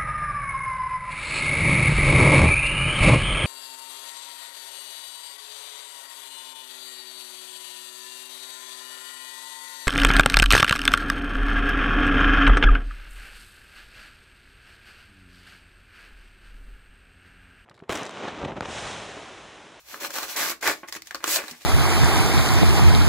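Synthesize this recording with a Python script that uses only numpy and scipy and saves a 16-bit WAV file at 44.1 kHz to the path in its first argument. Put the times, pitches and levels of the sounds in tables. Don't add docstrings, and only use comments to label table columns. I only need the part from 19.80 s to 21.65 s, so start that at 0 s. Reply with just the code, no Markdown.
import sys
import numpy as np
from scipy import signal
from scipy.fft import rfft, irfft, next_fast_len
from scipy.io import wavfile
from scipy.ndimage import uniform_filter1d

SR = 44100
rng = np.random.default_rng(int(sys.argv[2]) if len(sys.argv) > 2 else 0)


def wav_record(signal):
    frames = np.transpose(np.atleast_2d(signal))
    bounded = np.clip(frames, -1, 1)
    quanta = np.round(bounded * 32767).astype(np.int16)
    wavfile.write(sys.argv[1], SR, quanta)


N = 81585


def amp(db):
    return 10 ** (np.asarray(db) / 20)


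def unit_rms(x):
    return x / np.sqrt(np.mean(x ** 2) + 1e-20)


def steadied(x, size=700):
    return x / np.sqrt(abs(uniform_filter1d((x ** 2).mean(0), size)) + 1e-12)


def add(mix, start_s, sound):
    part = mix[:, max(round(start_s * SR), 0):][:, :sound.shape[-1]]
    part += sound[..., :part.shape[1]]


def bins(size=4096):
    return np.fft.rfftfreq(size, 1 / SR)


def curve_at(points, hz):
    point_hz, value = np.transpose(points)
    return np.interp(np.log(hz + 1), np.log(point_hz), value)


def below(hz, edge_hz, order=4):
    return -10 * np.log10(1 + ((hz + 1) / (edge_hz + 1)) ** (2 * order))


def bump(hz, centre_hz, width_hz):
    return 1 / (1 + (2 * (hz - centre_hz) / width_hz) ** 2)


def eq(x, gain_db):
    log_gain = np.log(amp(np.maximum(gain_db, -100)))
    mirrored = np.concatenate([log_gain, log_gain[-2:0:-1]])
    taps = np.fft.ifft(np.exp(signal.hilbert(mirrored).conj())).real
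    return signal.fftconvolve(np.atleast_2d(x), taps[None], axes=1)[:, :x.shape[-1]]


def close_up(x, lead_s=.00004):
    size = next_fast_len(2 * x.shape[-1])
    lead = np.exp(1j * np.pi * bins(size) * lead_s * np.array([[1], [-1]]))
    return irfft(rfft(x, size) * lead, size)[:, :x.shape[-1]]


def clicks(per_s, spread_db=4.5):
    strength = amp(spread_db * np.clip(rng.standard_normal(N), -2, 2))
    return strength * rng.choice([-1, 1], N) * (rng.random(N) < per_s / SR)


SPLIT_HZ = 2650


def stroke(faders, spectrum, slips_per_s, rasp_trim_db, hiss_trim_db):
    times, hiss_db, rasp_db = np.transpose(faders)
    t, hz = np.arange(N) / SR, bins()
    tone = curve_at(spectrum, hz) + below(92, hz, order=2)
    slips = clicks(slips_per_s)
    rasp = close_up(steadied(eq(slips, tone + below(hz, SPLIT_HZ))))
    left, right, centre = (clicks(per_s=7000) for _ in range(3))
    centre_share, flutter_depth = 0.11, 0.11
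    fibres = np.sqrt(1 - centre_share) * np.array([left, right]) + np.sqrt(centre_share) * centre
    flutter = 1 + flutter_depth * unit_rms(uniform_filter1d(abs(slips), size=40)) ** 2
    hiss = steadied(eq(fibres * flutter, tone + below(SPLIT_HZ, hz)))
    air_band = below(hz, 64) + below(64, hz, order=1)
    air = amp(-38) * unit_rms(eq(rng.standard_normal(N), air_band))
    contact = uniform_filter1d(1. * ((t >= times[0]) & (t <= times[-1])), size=160)
    rasp_gain = amp(rasp_trim_db + np.interp(t, times, rasp_db))
    hiss_gain = amp(hiss_trim_db + np.interp(t, times, hiss_db))
    return contact * ((rasp + air) * rasp_gain + hiss * hiss_gain)


# (time [s], fibre hiss [dB], sheet rasp [dB])
ENTER = [(0, -54, -65), (.035, -62, -68.5), (.09, -45.5, -51.5), (.135, -42, -43.5), (.199, -51, -47),
         (.204, -37.5, -38), (.255, -33.5, -32), (.272, -36.5, -42.5), (.288, -52.5, -73)]
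SCRAPE = [(.285, -58, -51), (.31, -40, -37.5), (.326, -45.5, -60), (.335, -37, -40.5), (.365, -31.5, -30.5),
          (.39, -33.5, -32), (.415, -38, -39), (.433, -33.5, -30), (.468, -43, -45.5), (.498, -33.5, -39),
          (.555, -40, -44.5)]
CUT = [(.552, -62, -43.5), (.565, -29, -32.5), (.625, -27.5, -29.5), (.675, -31, -34), (.703, -28.5, -34.5),
       (.722, -34, -34.5), (.745, -64, -51), (.78, -67.5, -88)]
RIP = [(.808, -51, -50), (.823, -40, -46), (.829, -34.5, -26), (.848, -30, -30), (.858, -28.5, -28),
       (.876, -24, -20.5), (.903, -28.5, -24), (.925, -33.5, -30.5), (.96, -49, -49.5), (1.02, -58, -70),
       (1.075, -66, -71)]
CREASE = [(1.075, -49, -65), (1.084, -43.5, -41), (1.096, -41, -44), (1.104, -63, -68), (1.122, -54, -57),
          (1.128, -37.5, -39), (1.147, -45, -51), (1.168, -35, -34), (1.185, -69, -69),
          (1.21, -72.5, -74.5)]
BEND = [(1.245, -56, -68), (1.275, -41, -51), (1.3, -53, -61), (1.318, -47, -37), (1.338, -54, -61),
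        (1.36, -49, -35), (1.395, -52, -73), (1.408, -51, -39), (1.422, -53, -51.5), (1.44, -38, -29)]
SLICE = [(1.44, -44, -31.5), (1.463, -36, -40), (1.482, -28.5, -32.5), (1.51, -24, -34),
         (1.543, -23, -32.5), (1.568, -23, -31.5), (1.59, -38, -30), (1.62, -47.5, -39.5), (1.65, -52, -49)]
SLIDE = [(1.63, -48, -45), (1.665, -44, -51.5), (1.69, -42.5, -41.5), (1.718, -41, -58), (1.735, -53, -46),
         (1.775, -50.5, -62.5), (1.8, -55.5, -64), (1.815, -45, -53), (1.85, -50.5, -63)]
# (frequency [Hz], gain [dB])
SCRAPE_EQ = [(110, -20.5), (190, -17.5), (260, -9.5), (400, -4.5), (750, 1), (1500, 0.5), (2200, -4.5),
             (3800, -14.5), (4320, -9.5), (4750, -15.5), (5750, -12.5), (7800, -15.5), (9000, -21),
             (11500, -16.5), (15500, -15.5)]
CUT_EQ = [(100, -26), (260, -8.5), (650, -4), (1100, -0.5), (1700, -1), (2200, -2), (3000, -10),
          (4400, -9.5), (7800, -10.5), (9000, -19), (11500, -11.5), (15500, -13.5)]
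RIP_EQ = [(100, -18.5), (250, -9.5), (400, -1.5), (800, -1), (1100, -0.5), (1700, -0.5), (2230, 0),
          (2800, -11.5), (7500, -15), (9000, -21.5), (11500, -17.5), (15500, -20.5)]
CREASE_EQ = [(170, -18), (290, -9), (420, -7), (800, -3), (1300, -6), (1900, -2), (3300, -13),
             (4800, -13.5), (7500, -15.5), (9000, -19), (15500, -20.5)]
SLICE_EQ = [(100, -22), (260, -9.5), (400, -1.5), (1100, -1.5), (1800, 2.5), (3400, -3), (4400, -1.5),
            (6300, -3), (8050, 0.5), (8500, -7.5), (11500, -5), (15500, -4.5)]


def knife_strokes():
    return (stroke(ENTER, SCRAPE_EQ, slips_per_s=1600, rasp_trim_db=-3.0, hiss_trim_db=1.3)
            + stroke(SCRAPE, SCRAPE_EQ, slips_per_s=1660, rasp_trim_db=-2.0, hiss_trim_db=1.34)
            + stroke(CUT, CUT_EQ, slips_per_s=2600, rasp_trim_db=1.25, hiss_trim_db=1.9)
            + stroke(RIP, RIP_EQ, slips_per_s=1140, rasp_trim_db=-0.3, hiss_trim_db=0.3)
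            + stroke(CREASE, CREASE_EQ, slips_per_s=1200, rasp_trim_db=-1.8, hiss_trim_db=0.3)
            + stroke(BEND, CREASE_EQ, slips_per_s=1020, rasp_trim_db=-4.0, hiss_trim_db=-4.5)
            + stroke(SLICE, SLICE_EQ, slips_per_s=2400, rasp_trim_db=0.23, hiss_trim_db=1.14)
            + stroke(SLIDE, CREASE_EQ, slips_per_s=1600, rasp_trim_db=0.4, hiss_trim_db=-0.4))


# (frequency [Hz], left-right likeness [0-1])
LIKENESS = [(50, 0.81), (400, 0.57), (900, 0.14), (1700, 0.11), (3000, 0.043), (16000, .03)]


def diffuse_noise(size):
    mid, side = rfft(rng.standard_normal((2, size)))
    likeness = curve_at(LIKENESS, bins(size))
    mid *= np.sqrt((1 + likeness) / 2)
    side *= np.sqrt((1 - likeness) / 2)
    return irfft(np.array([mid + side, mid - side]), size)


# (frequency [Hz], gain [dB])
ROOM_TONE_EQ = [(20, -23), (60, 5), (110, -0.5), (300, -14.5), (1000, -2), (4000, -23), (15500, -21)]


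def room_tone():
    return amp(-66) * unit_rms(eq(diffuse_noise(N), curve_at(ROOM_TONE_EQ, bins())))


# (time [s], level [dB], decay [s], high cut [Hz])
FLAPS = [(0.129, -53.5, 0.15, 400), (0.221, -39, 0.046, 674), (.88, -47, 0.013, 327),
         (1.031, -34.5, 0.013, 1950), (1.16, -42, 0.012, 600), (1.346, -22, 0.0037, 1680),
         (1.4407, -22, .0028, 1680), (1.637, -40.5, 0.0093, 380)]


def flap(db, decay_s, high_cut_hz, low_cut_hz=267, attack_s=0.0016, size=12288):
    t, hz = np.arange(size) / SR, bins()
    band = below(hz, high_cut_hz) + below(low_cut_hz, hz, order=3)
    puff = steadied(eq(rng.standard_normal(size), band))
    return close_up(puff * amp(db) * (1 - np.exp(-t / attack_s)) * np.exp(-t / decay_s))


# (frequency [Hz], gain [dB])
CRACK_EQ = [(120, -42), (450, -10), (1500, -9.5), (2800, -3.5), (7500, -3), (9500, -13.5), (15500, -7.5)]
# (time [s], pop level [dB], crack level [dB], pop pitch [Hz], crack pitch [Hz])
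SNAPS = [(0.142, -26.5, -40, 1360, 4300), (0.1438, -25.5, -46, 1450, 4330),
         (0.2474, -21.5, -25, 1250, 4350), (0.2503, -23, -40, 2330, 5630), (0.3052, -34, -27, 1600, 6340),
         (0.3393, -44, -25, 1470, 4350), (0.3555, -30, -25, 1390, 5650), (0.3839, -24, -21.5, 1410, 5650),
         (0.431, -45, -22, 1140, 4370), (0.562, -33, -21.5, 1530, 5700), (0.8113, -52, -33.5, 1700, 4530),
         (0.8281, -23, -24.5, 1740, 7000), (0.8583, -13.5, -30, 1750, 3300),
         (0.8681, -13.5, -39, 1640, 4500), (0.8732, -14.5, -30, 2030, 5040), (0.8752, -13, -14, 1760, 5030),
         (1.0850, -33, -32, 1950, 6450), (1.1244, -28.5, -21.5, 1830, 4900), (1.142, -35, -31, 1920, 6560),
         (1.151, -29, -29, 1920, 6440), (1.1633, -34.5, -38, 1110, 6500),
         (1.2204, -34.5, -29.5, 2060, 5360), (1.2713, -40, -31.5, 1830, 6900),
         (1.309, -23.5, -28, 1710, 3420), (1.3463, -24, -20, 1320, 4580), (1.3546, -27, -27.5, 1260, 4440),
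         (1.4410, -14, -14.5, 1220, 2720), (1.4786, -24, -17.5, 900, 7000), (1.56, -25, -11, 1360, 4300),
         (1.5684, -24, -23, 730, 6960), (1.6389, -28.5, -36, 1290, 4470),
         (1.6814, -33.5, -26.5, 1610, 3950), (1.7113, -46, -27, 1765, 5000)]


def snap(pop_db, crack_db, pop_hz, crack_hz, size=1024):
    t, hz = np.arange(size) / SR, bins()
    pop_attack_s, pop_decay_s, grit_mix = 0.0013, 0.00079, 0.39
    body = (1 - np.exp(-t / pop_attack_s)) * np.exp(-t / pop_decay_s)
    body /= body.max()
    grit = eq(rng.standard_normal(size) * body, below(hz, SPLIT_HZ))
    pop = body * np.sin(2 * np.pi * pop_hz * t) + grit_mix * unit_rms(grit) * body.std()
    pop = eq(pop, below(403, hz, order=3))
    crack_attack_s, crack_decay_s, lift_db = 0.0005, 0.0015, 9
    fade = np.exp(-t / crack_decay_s)
    burst = rng.standard_normal((2, size)) * fade * (1 - np.exp(-t / crack_attack_s))
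    tone = curve_at(CRACK_EQ, hz) + lift_db * bump(hz, crack_hz, width_hz=820)
    crack = unit_rms(eq(burst, tone)) * fade.std()
    return amp(pop_db) * close_up(pop) + amp(crack_db) * crack


# (time [s], level [dB], pitch [Hz], decay [s])
DRUMS = [(.697, -35, 353, 0.017), (.874, -27, 848, 0.015), (.882, -28, 650, 0.0081),
         (1.032, -44.5, 337, .014), (1.032, -37.5, 1089, 0.01), (1.125, -38, 1100, .008),
         (1.477, -27.5, 338, .007), (1.562, -27.5, 654, 0.011)]


def thump(db, hz, decay_s, attack_s=0.0011, size=8192):
    t = np.arange(size) / SR
    return amp(db) * np.sin(2 * np.pi * hz * t) * (1 - np.exp(-t / attack_s)) * np.exp(-t / decay_s)


# (pitch [Hz], level [dB])
BLADE_MODES = [(6534, -45), (7175, -31), (7658, -44), (8035, -35)]


def blade_sing(peak_s=1.546, spread_s=0.012):
    t, hz = np.arange(N) / SR, bins(N)
    ring = np.zeros((2, N))
    for mode_hz, db in BLADE_MODES:
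        friction = rfft(rng.standard_normal((2, N)))
        ring += amp(db) * unit_rms(irfft(friction * bump(hz, mode_hz, width_hz=20), N))
    return ring * np.exp(-.5 * ((t - peak_s) / spread_s) ** 2)


# (time [s], level [dB], pitch [Hz], decay [s])
LANDING = [(1.713, -43, 243, .027), (1.714, -48, 165, .018), (1.714, -48, 400, .014)]


def offcut_landing():
    tap = np.zeros((2, N))
    for start_s, *mode in LANDING:
        add(tap, start_s, thump(*mode))
    return tap


LID_HZ = [297, 620, 1070, 1447, 1594, 1714, 2241]
LID_BOOST_DB = [3.9, 2.2, 2.6, 2.5, 1.8, 3.4, 2.3]
NOTCH_HZ = [496, 979]


def lid_colour(x, shelf_db=-1.5, notch_db=-5):
    hz = bins()
    peaks = sum(db * bump(hz, f, width_hz=58) for f, db in zip(LID_HZ, LID_BOOST_DB))
    shelf = shelf_db * amp(below(hz, SPLIT_HZ))
    notches = notch_db * sum(bump(hz, f, width_hz=43) for f in NOTCH_HZ)
    return eq(x, peaks + shelf + notches)


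def early_reflections(x, count=6, span_s=.009, low_cut_hz=1200):
    taps = np.zeros((2, 1024))
    for side in taps:
        delays = (rng.uniform(.15, 1, count) * span_s * SR).astype(int)
        side[delays] = rng.choice([-1, 1], count) / np.sqrt(count)
    bounces = signal.fftconvolve(x, taps, axes=1)[:, :N]
    return eq(bounces, below(low_cut_hz, bins(), order=2))


# (frequency [Hz], time to fall 60 dB [s])
ROOM_T60 = [(150, 0.4), (400, 0.22), (1500, 0.17), (4000, 0.19), (15000, 0.15)]


def room_reverb(x, fade_in_s=0.0016, size=16384):
    hz, t, noise = signal.stft(diffuse_noise(size), SR, nperseg=256)
    decay = amp(-60 * t / curve_at(ROOM_T60, hz)[:, None])
    tail = signal.istft(noise * decay, SR, nperseg=256)[1]
    tail *= np.minimum(np.arange(tail.shape[1]) / SR / fade_in_s, 1)
    return signal.fftconvolve(x, tail / np.linalg.norm(tail[0]), axes=1)[:, :N]


def scene():
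    paper = knife_strokes()
    for cues, voice in (FLAPS, flap), (SNAPS, snap), (DRUMS, thump):
        for start_s, *settings in cues:
            add(paper, start_s, voice(*settings))
    direct = lid_colour(paper) + blade_sing()
    wet = amp(-11) * early_reflections(direct) + amp(-7.5) * room_reverb(direct)
    return direct + wet + offcut_landing() + room_tone()


def record(dry):
    high_cut = signal.firwin(511, 15740, window=("kaiser", 8), fs=SR)
    return signal.oaconvolve(dry, high_cut[None], "same")


dry = scene()
out = record(dry)
wav_record(out)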